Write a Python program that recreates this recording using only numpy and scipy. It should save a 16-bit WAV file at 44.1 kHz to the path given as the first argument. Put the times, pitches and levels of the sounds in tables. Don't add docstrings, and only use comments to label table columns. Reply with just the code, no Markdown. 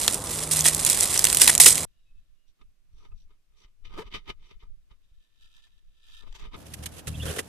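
import sys
import numpy as np
from scipy import signal
from scipy.fft import rfft, irfft, next_fast_len
from scipy.io import wavfile
from scipy.ndimage import uniform_filter1d

SR = 44100
rng = np.random.default_rng(int(sys.argv[2]) if len(sys.argv) > 2 else 0)


def inscribe(sig):
    pcm = np.round(np.clip(np.atleast_2d(sig).T, -1, 1) * 32767)
    wavfile.write(sys.argv[1], SR, pcm.astype(np.int16))


N = 330044
TIME = np.arange(N) / SR
SHOP_AT_S, BOARD_AT_S = 1.852, 6.563

# peak t/s, rise/s, fall/s, case level/dB, hiss level/dB
CLOTH_RUBS = [(2.617, 0.026, 0.016, -58.5, -65), (3.055, 0.11, 0.039, -61, -67),
              (3.123, .03, .03, -65, -84), (3.31, 0.045, .07, -71.5, -77), (3.645, .14, .06, -67, -67),
              (3.853, .012, 0.074, -60, -54), (3.94, 0.062, 0.054, -48, -53),
              (3.988, .035, 0.052, -40, -47), (4.024, .05, 0.01, -48, -50),
              (4.072, 0.032, 0.034, -54.5, -55.5), (4.148, 0.029, 0.037, -36.5, -34.5),
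              (4.3, 0.038, 0.022, -38.5, -39.5), (4.44, .07, 0.11, -67, -64),
              (4.513, 0.032, 0.041, -57.5, -55.5), (4.605, .015, .05, -76, -63),
              (4.635, 0.031, 0.042, -60.5, -68), (4.914, 0.027, 0.04, -62.5, -66.5),
              (6.236, 0.027, 0.02, -55, -66.5), (6.273, .025, 0.036, -57, -64),
              (6.452, 0.11, 0.052, -52, -54.5), (6.545, 0.033, 0.068, -43.5, -49)]


def from_db(db):
    return 10 ** (np.asarray(db) / 20)


def rms_one(x):
    return x / np.sqrt(np.mean(x ** 2) + 1e-20)


def in_time(rows):
    return np.interp(TIME, *np.transpose(rows))


def at_hz(points, hz):
    f, value = np.transpose(points)
    return np.interp(np.log(hz + 1e-3), np.log(f), value)


def gate(start, end, edge=0.0026):
    return np.clip((TIME - start) / edge + .5, 0, 1) * np.clip((end - TIME) / edge + .5, 0, 1)


def burst(start, length, release, attack=0.0022):
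    return np.clip((TIME - start) / attack, 0, 1) * np.exp(-np.clip((TIME - start - length) / release, 0, 20))


def swell(start, length):
    return np.sin(np.pi * np.clip((TIME - start) / length, 0, 1))


def strokes(rows, range_db=22.5, roundness=0.95):
    power = 0
    for s, rise, fall, *levels_db in rows:
        from_peak = np.minimum(np.maximum((s - TIME) / rise, (TIME - s) / fall), 5)
        shape = from_db(-range_db * from_peak ** roundness)
        power = power + np.outer(from_db(levels_db), shape) ** 2
    return np.sqrt(power)


def drift(per_s):
    knots = rng.standard_normal(int(per_s * N / SR) + 2)
    return rms_one(np.interp(TIME * per_s, np.arange(len(knots)), knots))


def noise(correlation, size=N):
    mid, side = rng.standard_normal((2, size))
    return (np.sqrt(1 + correlation) * mid + np.sqrt(1 - correlation) * side * [[1], [-1]]) / np.sqrt(2)


def grains(per_s, spread_db, t60):
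    born = rng.random(N) < per_s / SR
    sizes = from_db(spread_db * np.minimum(rng.exponential(1, N), 4))
    power = signal.lfilter([1], [1, -from_db(-120 / (t60 * SR))], born * sizes ** 2 + 1e-18)
    return rms_one(np.sqrt(power))


def colour(x, spectrum, size=8192):
    hz = np.fft.rfftfreq(size, 1 / SR)
    octaves_outside = np.abs(np.log2((hz + 1) / np.clip(hz + 1, spectrum[0][0], spectrum[-1][0])))
    level_db = np.maximum(at_hz(spectrum, hz) - 24 * octaves_outside, -100)
    cepstrum = irfft(np.log(from_db(level_db)))[:size // 2]
    cepstrum[0] = 0
    pulse = irfft(np.exp(2 * rfft(cepstrum, size)))
    return signal.oaconvolve(x, pulse[None] / np.linalg.norm(pulse))[:, :N]


def resonate(x, hz, width_hz):
    r = np.exp(-np.pi * width_hz / SR)
    poles = [1, -2 * r * np.cos(2 * np.pi * hz / SR), r * r]
    return signal.lfilter(np.array([1, 0, -1]) * (1 - r * r) / 2, poles, x)


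def ring(hits, hz, t60):
    s, level_db = np.transpose(hits)
    clicks = np.full(N, 1e-18)
    clicks[np.round(s * SR).astype(int)] = from_db(level_db)
    r, w = from_db(-60 / (t60 * SR)), 2 * np.pi * hz / SR
    return signal.lfilter([0, np.sin(w)], [1, -2 * r * np.cos(w), r * r], clicks)


def add(out, s, sound):
    at = round(s * SR)
    out[:, at:at + sound.shape[1]] += sound


def leaf_resonances(x, ripple_db, count=26):
    hz = np.geomspace(500, 16000, count)
    return colour(x, [(20, 0), *zip(hz, ripple_db * rng.standard_normal(count))], size=1024)


def crackle(grip_db, leaf_count=5):
    # t/s, length/s, level/dB, veins relative to blade/dB
    crushes = [(0.511, 0.024, -19.5, -18.5), (0.64, 0.014, -22.5, -12), (0.651, 0.037, -16, -10),
               (0.858, 0.021, -23, -9), (1.396, .044, -17.5, -12), (1.473, 0.03, -15, -13),
               (1.599, 0.017, -5.5, -16), (1.62, 0.027, -13, -18.5), (1.657, 0.031, -9, -16),
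               (1.692, 0.036, -19, -20.5)]
    blade = from_db(grip_db + 2.48 * drift(per_s=30))
    vein = blade * from_db(-10.5)
    for start, length, level_db, vein_db in crushes:
        crush = from_db(level_db) * burst(start, length, release=0.0059)
        blade = np.hypot(blade, crush)
        vein = np.hypot(vein, crush * from_db(vein_db))
    crisp, woody = np.zeros((2, 2, N))
    for _ in range(leaf_count):
        breaks = grains(per_s=480, spread_db=3.6, t60=.008) / np.sqrt(leaf_count)
        breaks = uniform_filter1d(breaks, 22)
        crisp += leaf_resonances(noise(0.72) * blade * breaks, ripple_db=3.0)
        woody += leaf_resonances(noise(.86) * vein * breaks, ripple_db=4.0)
    return crisp, woody


def ticks(grip_db, per_s=12):
    when, softness = rng.random((64, 2))[:int(per_s * SHOP_AT_S)].T
    s = when * SHOP_AT_S
    blade_db = np.interp(s, TIME, grip_db) + 13.5 - softness
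    return list(zip(s, blade_db, blade_db - 20))


def fracture(fall_s, tail_db, correlation, size=1800):
    t = np.arange(size) / SR
    attack = np.minimum(t / .0004, 1)
    decay = np.hypot(np.exp(-t / fall_s), from_db(tail_db) * np.exp(-t / .006))
    return leaf_resonances(attack * decay * noise(correlation, size), ripple_db=3.0)


def twig():
    # t/s, level/dB
    knocks = [(.658, -16.5), (.678, -25.5), (1.253, -25.5), (1.478, -21), (1.485, -20), (1.4945, -12.5),
              (1.4985, -13.5), (1.666, -19)]
    # f/Hz, level/dB, t60/s
    modes = [(1913.4, 1.5, 0.02), (2280, -6.5, .015), (2870, -10, 0.012), (3360, -7.5, .015)]
    first_snap = [(.0793, -10)]
    stalk = ring(first_snap, hz=3300, t60=0.0094) + ring(first_snap, hz=4050, t60=0.013)
    return stalk + sum(ring(knocks, hz, t60) * from_db(level_db - 1) for hz, level_db, t60 in modes)


def microphone_ports(x):
    # f/Hz, left over right/dB
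    balance = [(60, -1.5), (110, 3), (200, -1), (370, -1), (690, -1), (1270, -3.5), (2330, -3), (4280, 0),
               (7880, -5.5), (14500, -2.5)]
    # f/Hz, left lead/rad
    lead = [(100, -0.5), (1300, 0.4), (3500, 0.56), (6000, -0.7), (8500, 1), (10300, 0.64), (13000, 2.5)]
    size = next_fast_len(N + 1024)
    hz = np.fft.rfftfreq(size, 1 / SR)
    left = from_db(at_hz(balance, hz) / 2)
    right = np.exp(-1j * at_hz(lead, hz)) / left
    return irfft(rfft(x, size) * np.array([left, right]), size)[:, :N]


def leaves():
    # t/s, level/dB
    grip = [(0, -28.5), (.15, -32), (.2, -36.5), (.38, -30.5), (.49, -35.5), (.55, -29), (.79, -30),
            (.94, -23.5), (1.21, -28), (1.37, -27.5), (1.45, -22), (1.585, -32), (1.66, -22.5), (1.79, -30)]
    # t/s, blade level/dB, stalk level/dB
    snaps = [(.079, -2, -10), (.144, -9, -44), (0.5114, -11, -34), (0.569, -8.5, -38), (0.608, -6, -49),
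             (0.655, -11, -27.5), (.747, -5.5, -36), (0.849, -3, -36), (0.8638, -3, -30), (.899, 1.5, -42),
             (1.008, -2.5, -41), (1.16, -12, -18), (1.176, -7.5, -26.5), (1.1924, -1.5, -26.5),
             (1.2078, -18, -31), (1.2421, 3, -19), (1.2516, 2, -19.5), (1.2693, -7.5, -19.5),
             (1.3002, -5.5, -23), (1.328, -4, -26), (1.347, -2, -23), (1.3704, 1, -22), (1.4168, 10, -9),
             (1.4767, 6.5, -9.5), (1.497, -2.5, -15.5), (1.551, 1, -28.5), (1.5785, -4, -27),
             (1.6013, 10.5, -11), (1.6604, 9, -10.5), (1.665, 1.5, -4), (1.7552, -8, -29),
             (1.7792, -7.5, -26.5)]
    # f/Hz, level/dB
    blade_eq = [(300, -35.5), (1300, -22.5), (1900, -15.5), (4000, -5.5), (6500, 0), (8800, 4),
                (11000, 0.5), (13500, -5.5), (15000, -17.5)]
    # f/Hz, level/dB
    stalk_eq = [(100, -18), (400, -10), (850, -6.5), (1300, -8.5), (1900, -0.5), (2600, 0.5), (3500, 0),
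                (5000, -4.5), (9000, -24)]
    grip_db = in_time(grip)
    crisp, woody = crackle(grip_db)
    for s, blade_db, stalk_db in snaps + ticks(grip_db):
        add(crisp, s, from_db(blade_db - 2.5) * fracture(fall_s=.0011, tail_db=-16.5, correlation=.41))
        add(woody, s, from_db(stalk_db + 4) * fracture(fall_s=.0017, tail_db=-18.5, correlation=.9))
    return microphone_ports(colour(crisp, blade_eq) + colour(woody, stalk_eq) + twig())


def far_traffic(engine_hz=155):
    # f/Hz, level/dB
    wash_eq = [(12, -40.5), (20, -14.5), (55, 1), (107, -2.5), (157, -6.5), (216, -5), (623, -6.5),
               (697, -8.5), (1090, -9), (1290, -11.5), (1520, -19.5), (1700, -18), (2210, -44.5),
               (3740, -120)]
    # t/s, level/dB
    carry = [(0, -56.5), (.6, -34.5), (1.05, -51), (1.35, -45), (1.85, -41)]
    wash = from_db(-38) * colour(noise(0.98), wash_eq)
    phase = 2 * np.pi * np.cumsum(engine_hz * (1 + 0.011 * drift(25))) / SR
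    engine = np.sqrt(2) * (np.sin(phase) + from_db(-10) * np.sin(phase / 2))
    return wash + engine * from_db(in_time(carry) - 1)


def clothing():
    # f/Hz, level/dB
    body_eq = [(120, -1), (220, 2), (430, -3), (560, 1), (700, -3), (880, 0.5), (1100, 2.5), (1280, 7),
               (1450, -5.5), (1700, -6)]
    # f/Hz, level/dB
    hiss_eq = [(1500, -12.5), (2100, 8), (2700, -0.5), (3200, 4), (3700, -3.5), (4300, -10.5), (5700, -8.5),
               (7500, -22.5), (10000, -27), (15000, -69)]
    # f/Hz, width/Hz, level/dB
    case_modes = [(438, 54, -0.5), (1216, 85, -1), (2375, 98, -11.5), (2989, 96.7, -2.5), (3530, 180, -6.5),
                  (5370, 168, -22)]
    # t/s, length/s, level/dB
    swishes = [(2.464, 0.058, -75), (2.91, 0.2, -73), (3.145, 0.11, -72), (3.556, 0.11, -66.5),
               (4.40, .14, -72)]
    # f/Hz, level/dB
    sleeve_eq = [(2500, -6), (3600, 1), (5200, -6), (5750, 6), (6200, -5), (7000, -11), (10000, -17)]
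    case, hiss = strokes(CLOTH_RUBS)
    slips = grains(per_s=700, spread_db=2.0, t60=0.033)
    push = noise(1.0) * case * slips
    scuff = noise(0.32) * hiss * slips
    hollow = 0
    for hz, width, level_db in case_modes:
        drive = push if hz < 1500 else scuff
        hollow = hollow + resonate(drive, hz, width) * from_db(level_db) * np.sqrt(SR / (np.pi * width))
    rub = colour(push, body_eq) * from_db(-1) + colour(scuff, hiss_eq) + hollow * from_db(-4)
    sleeve = sum(from_db(level_db) * swell(start, length) for start, length, level_db in swishes)
    return rub + colour(noise(0.032) * sleeve * slips, sleeve_eq)


def plastic_film():
    # peak t/s, rise/s, fall/s, level/dB
    slides = [(2.05, .9, 0.82, -83), (5.57, .5, .28, -62), (6.17, 0.26, .2, -58)]
    # f/Hz, level/dB
    slide_eq = [(590, -46), (1000, -16), (1080, -43), (1330, -1), (1630, -22), (1780, 2.5), (1900, -40),
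                (2340, -10.5), (2920, -2), (3150, 0), (3410, -2.5), (3850, -1.5), (4300, -15.5),
                (4800, -10.5), (14000, -28)]
    # peak t/s, rise/s, fall/s, level/dB
    crinkles = [(5.585, .05, 0.045, -67.5), (5.665, .02, .04, -64), (6.083, 0.028, 0.085, -61),
                (6.183, 0.032, 0.039, -69), (6.327, 0.024, 0.017, -54.5), (6.354, 0.015, 0.027, -43),
                (6.398, 0.024, 0.058, -50.5)]
    # f/Hz, level/dB
    crinkle_eq = [(180, -36), (300, -14), (1120, -8), (1320, -8), (2630, -7), (3400, -2.5), (4060, -12),
                  (6680, -12), (10300, -29), (14000, -28)]
    sliding = noise(.3) * strokes(slides) * grains(per_s=600, spread_db=1.0, t60=.012)
    sliding *= from_db(2 + 2.9 * drift(28))
    bending = noise(0.33) * strokes(crinkles) * grains(per_s=660, spread_db=1.0, t60=0.01)
    return colour(sliding, slide_eq) + colour(bending, crinkle_eq)


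def among_shelves(x, left_lag_s=.00084, t60=.035, wet_db=-3, size=2048):
    direct = np.array([np.roll(x[0], round(left_lag_s * SR)), x[1]])
    pulse = rng.standard_normal((2, size)) * from_db(-60 * np.arange(size) / (t60 * SR))
    pulse *= from_db(wet_db) / np.linalg.norm(pulse, axis=1, keepdims=True)
    pulse[:, 0] += 1
    pulse /= np.linalg.norm(pulse, axis=1, keepdims=True)
    return signal.oaconvolve(direct, pulse, axes=1)[:, :N]


def camera_rumble(cutoff_hz=146.6):
    # t/s, level/dB
    walk = [(1.87, -49.5), (2.2, -66.5), (2.85, -57.5), (3.13, -49), (3.45, -66.5), (3.95, -45),
            (4.45, -53.5), (5.25, -64), (6.05, -60.5), (6.5, -39.5)]
    # f/Hz, level/dB
    sway_eq = [(7.1, -32), (12, 19.5), (20, -1), (52, -11), (93, -23.5), (125, -28.5), (200, -23),
               (260, -45), (440, -120)]
    # t/s, level/dB
    bumps = [(2.225, -52), (2.935, -40.5), (3.135, -36), (3.305, -51), (3.645, -42), (3.85, -40.5),
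             (4.055, -34), (4.14, -40), (4.29, -33), (4.63, -36.5), (4.715, -39.5), (4.91, -42),
             (5.115, -44.5), (6.47, -30), (6.535, -33.5)]
    sway = colour(noise(0.19), sway_eq) * from_db(in_time(walk) + 2.5 + 5.3 * drift(16))
    shove = rms_one(resonate(noise(.3), hz=80, width_hz=46)) * strokes(CLOTH_RUBS)[0] * from_db(-4.5)
    thuds = ring(bumps, hz=27.9, t60=0.077) * from_db(2.5)
    return signal.sosfilt(signal.butter(4, cutoff_hz, fs=SR, output="sos"), sway + shove + thuds)


def squeaks(rows, waver, climb_per_s=0):
    out = np.zeros(N)
    unsteady = 1 + waver * drift(500)
    for start, length, hz, level_db in rows:
        glide = 1 + climb_per_s * np.clip(TIME - start - length / 2, -length, length)
        phase = 2 * np.pi * np.cumsum(hz * unsteady * glide) / SR
        out += from_db(level_db + 2.5) * swell(start, length) * np.sin(phase)
    return out


def shop_ambience():
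    # f/Hz, level/dB
    room_eq = [(59, -55), (100, -6), (120, -9), (337, -13.5), (452, -16), (520, -18), (659, -17),
               (902, -26), (1070, -18), (1200, -20), (2370, -19.5), (2570, -17), (3040, -21), (5360, -22.5),
               (15000, -29)]
    # t/s, length/s, f/Hz, level/dB
    far_squeaks = [(1.9, 0.17, 2858, -85), (1.96, 0.18, 3835, -86), (2.05, 0.089, 2584, -78),
                   (2.14, .07, 2595, -80), (2.33, .2, 2852, -85)]
    return from_db(-79.5) * colour(noise(.1), room_eq) + squeaks(far_squeaks, waver=0.013)


def hook_clinks():
    return ring([(2.617, -67), (3.118, -64)], hz=2600, t60=0.063)


def mount_creak():
    # t/s, slip rate/Hz, level/dB
    creak = [(3.965, 220, -64), (3.979, 280, -44), (3.996, 450, -43), (4.01, 420, -46), (4.03, 540, -56),
             (4.04, 650, -74)]
    s, per_s, level_db = np.transpose(creak)
    rate = np.interp(TIME, s, per_s) * (1 + 0.03 * drift(300))
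    slips = np.diff(np.floor(np.cumsum(rate) / SR), prepend=0)
    envelope = from_db(np.interp(TIME, s, level_db)) * gate(s[0], s[-1])
    return rms_one(resonate(slips, hz=355, width_hz=150)) * envelope


def packet_envelopes(resting_db=(-58.5, -54, -56.5)):
    # t/s, length/s, paper level/dB, rasp level/dB, drone level/dB
    presses = [(6.652, 0.13, -55.5, -62, -46.5), (6.783, 0.088, -70, -51, -40.5),
               (6.912, 0.08, -51, -48, -51), (7.061, 0.25, -50.5, -48, -33), (7.217, 0.17, -40.5, -31, -44)]
    # t/s, length/s, paper level/dB, rasp level/dB
    catches = [(6.736, 0.0099, -40, -67), (6.824, 0.018, -46.5, -44), (6.857, 0.0079, -29.5, -55),
               (7.07, 0.015, -30.5, -28), (7.254, 0.017, -40, -27.5), (7.36, 0.024, -39.5, -28.5),
               (7.383, 0.014, -31, -25)]
    power = from_db(resting_db)[:, None] ** 2
    for start, length, *levels_db in presses:
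        power = power + np.outer(from_db(levels_db), burst(start, length, release=.014, attack=.015)) ** 2
    for start, length, *levels_db in catches:
        power[:2] += np.outer(from_db(levels_db), burst(start, length, release=.0058)) ** 2
    return np.sqrt(power)


def low_drone(drone_hz=39):
    # harmonic number, level/dB
    partials = [(1, -16), (2, 0.5), (3, -5.5), (4, -8), (5, -13.5), (6, -20), (7, -20)]
    # f/Hz, level/dB
    rumble_eq = [(24, -18), (40, -8), (48, -20), (65, -13), (80, -1), (139, -6), (167, -4), (220, -28),
                 (290, -19.5), (480, -120)]
    phase = 2 * np.pi * np.cumsum(drone_hz * (1 + 0.014 * drift(30))) / SR
    buzz = sum(from_db(db) * np.sin(order * (phase + rng.uniform(0, 2 * np.pi))) for order, db in partials)
    return buzz * from_db(-1) + colour(noise(0.54), rumble_eq) * from_db(-9)


def packet_on_board():
    # f/Hz, level/dB
    paper_eq = [(820, -19), (1400, -14.5), (1790, -8.5), (2200, -9.5), (2780, -5), (3690, -8),
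                (4350, -11.5), (7750, -9), (10200, -7), (13500, -16.5), (14500, -34)]
    # t/s, length/s, f/Hz, level/dB
    blade_squeaks = [(7.137, 0.017, 2640, -48), (7.144, 0.025, 3440, -46), (7.196, 0.022, 2930, -41.5),
                     (7.209, 0.036, 3440, -40), (7.269, 0.03, 3270, -41.5), (7.29, 0.034, 2910, -43)]
    # f/Hz, level/dB
    board_eq = [(120, -33), (200, -12.5), (328, -5), (412, -1.5), (457, -2), (499, 1), (593, -7),
                (744, -10), (958, -17), (1600, -11), (2080, -17.5), (3520, -120)]
    paper, rasp, drone_gain = packet_envelopes()
    fibres = grains(per_s=1600, spread_db=4.0, t60=0.04) * from_db(2 * drift(45))
    tear = colour(noise(0.018) * paper * fibres, paper_eq) * from_db(-0.07)
    blade = squeaks(blade_squeaks, waver=0.035, climb_per_s=3.0)
    cut = (tear + blade) * from_db([[-3], [2.2]])
    body = colour(noise(0.21) * rasp * fibres, board_eq) * from_db(-8.5)
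    return cut + body + drone_gain * low_drone()


def outdoor_ambience():
    # f/Hz, level/dB
    tones = [(75.4, -65), (172.3, -64), (236.9, -64.5), (301.5, -64)]
    # f/Hz, level/dB
    air_eq = [(15, -46), (25, -16), (58, 1.5), (87, 1.5), (155, -3.5), (202, -4), (511, -11), (554, -8),
              (1400, -19.5), (2780, -28), (5690, -29.5), (9920, -39), (14000, -31)]
    hum = sum(from_db(level_db + 3.5) * np.sin(2 * np.pi * hz * TIME) for hz, level_db in tones)
    return hum + from_db(-49.5) * colour(noise(0.23), air_eq)


def last_rip():
    return ring([(7.386, -27), (7.391, -21.5)], hz=1960, t60=0.024)


def scene():
    wood = far_traffic() + leaves()
    close_up = among_shelves(clothing() + plastic_film())
    shop = close_up + camera_rumble() + shop_ambience() + hook_clinks() + mount_creak()
    board = packet_on_board() + outdoor_ambience() + last_rip()
    return (wood * gate(-1, SHOP_AT_S) + shop * gate(SHOP_AT_S, BOARD_AT_S)
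            + board * gate(BOARD_AT_S, N / SR + 1))


def record(dry, cutoff_hz=14700):
    return signal.sosfilt(signal.ellip(8, .2, 65, cutoff_hz, fs=SR, output="sos"), np.clip(dry, -1, 1))


dry = scene()
out = record(dry)
inscribe(out)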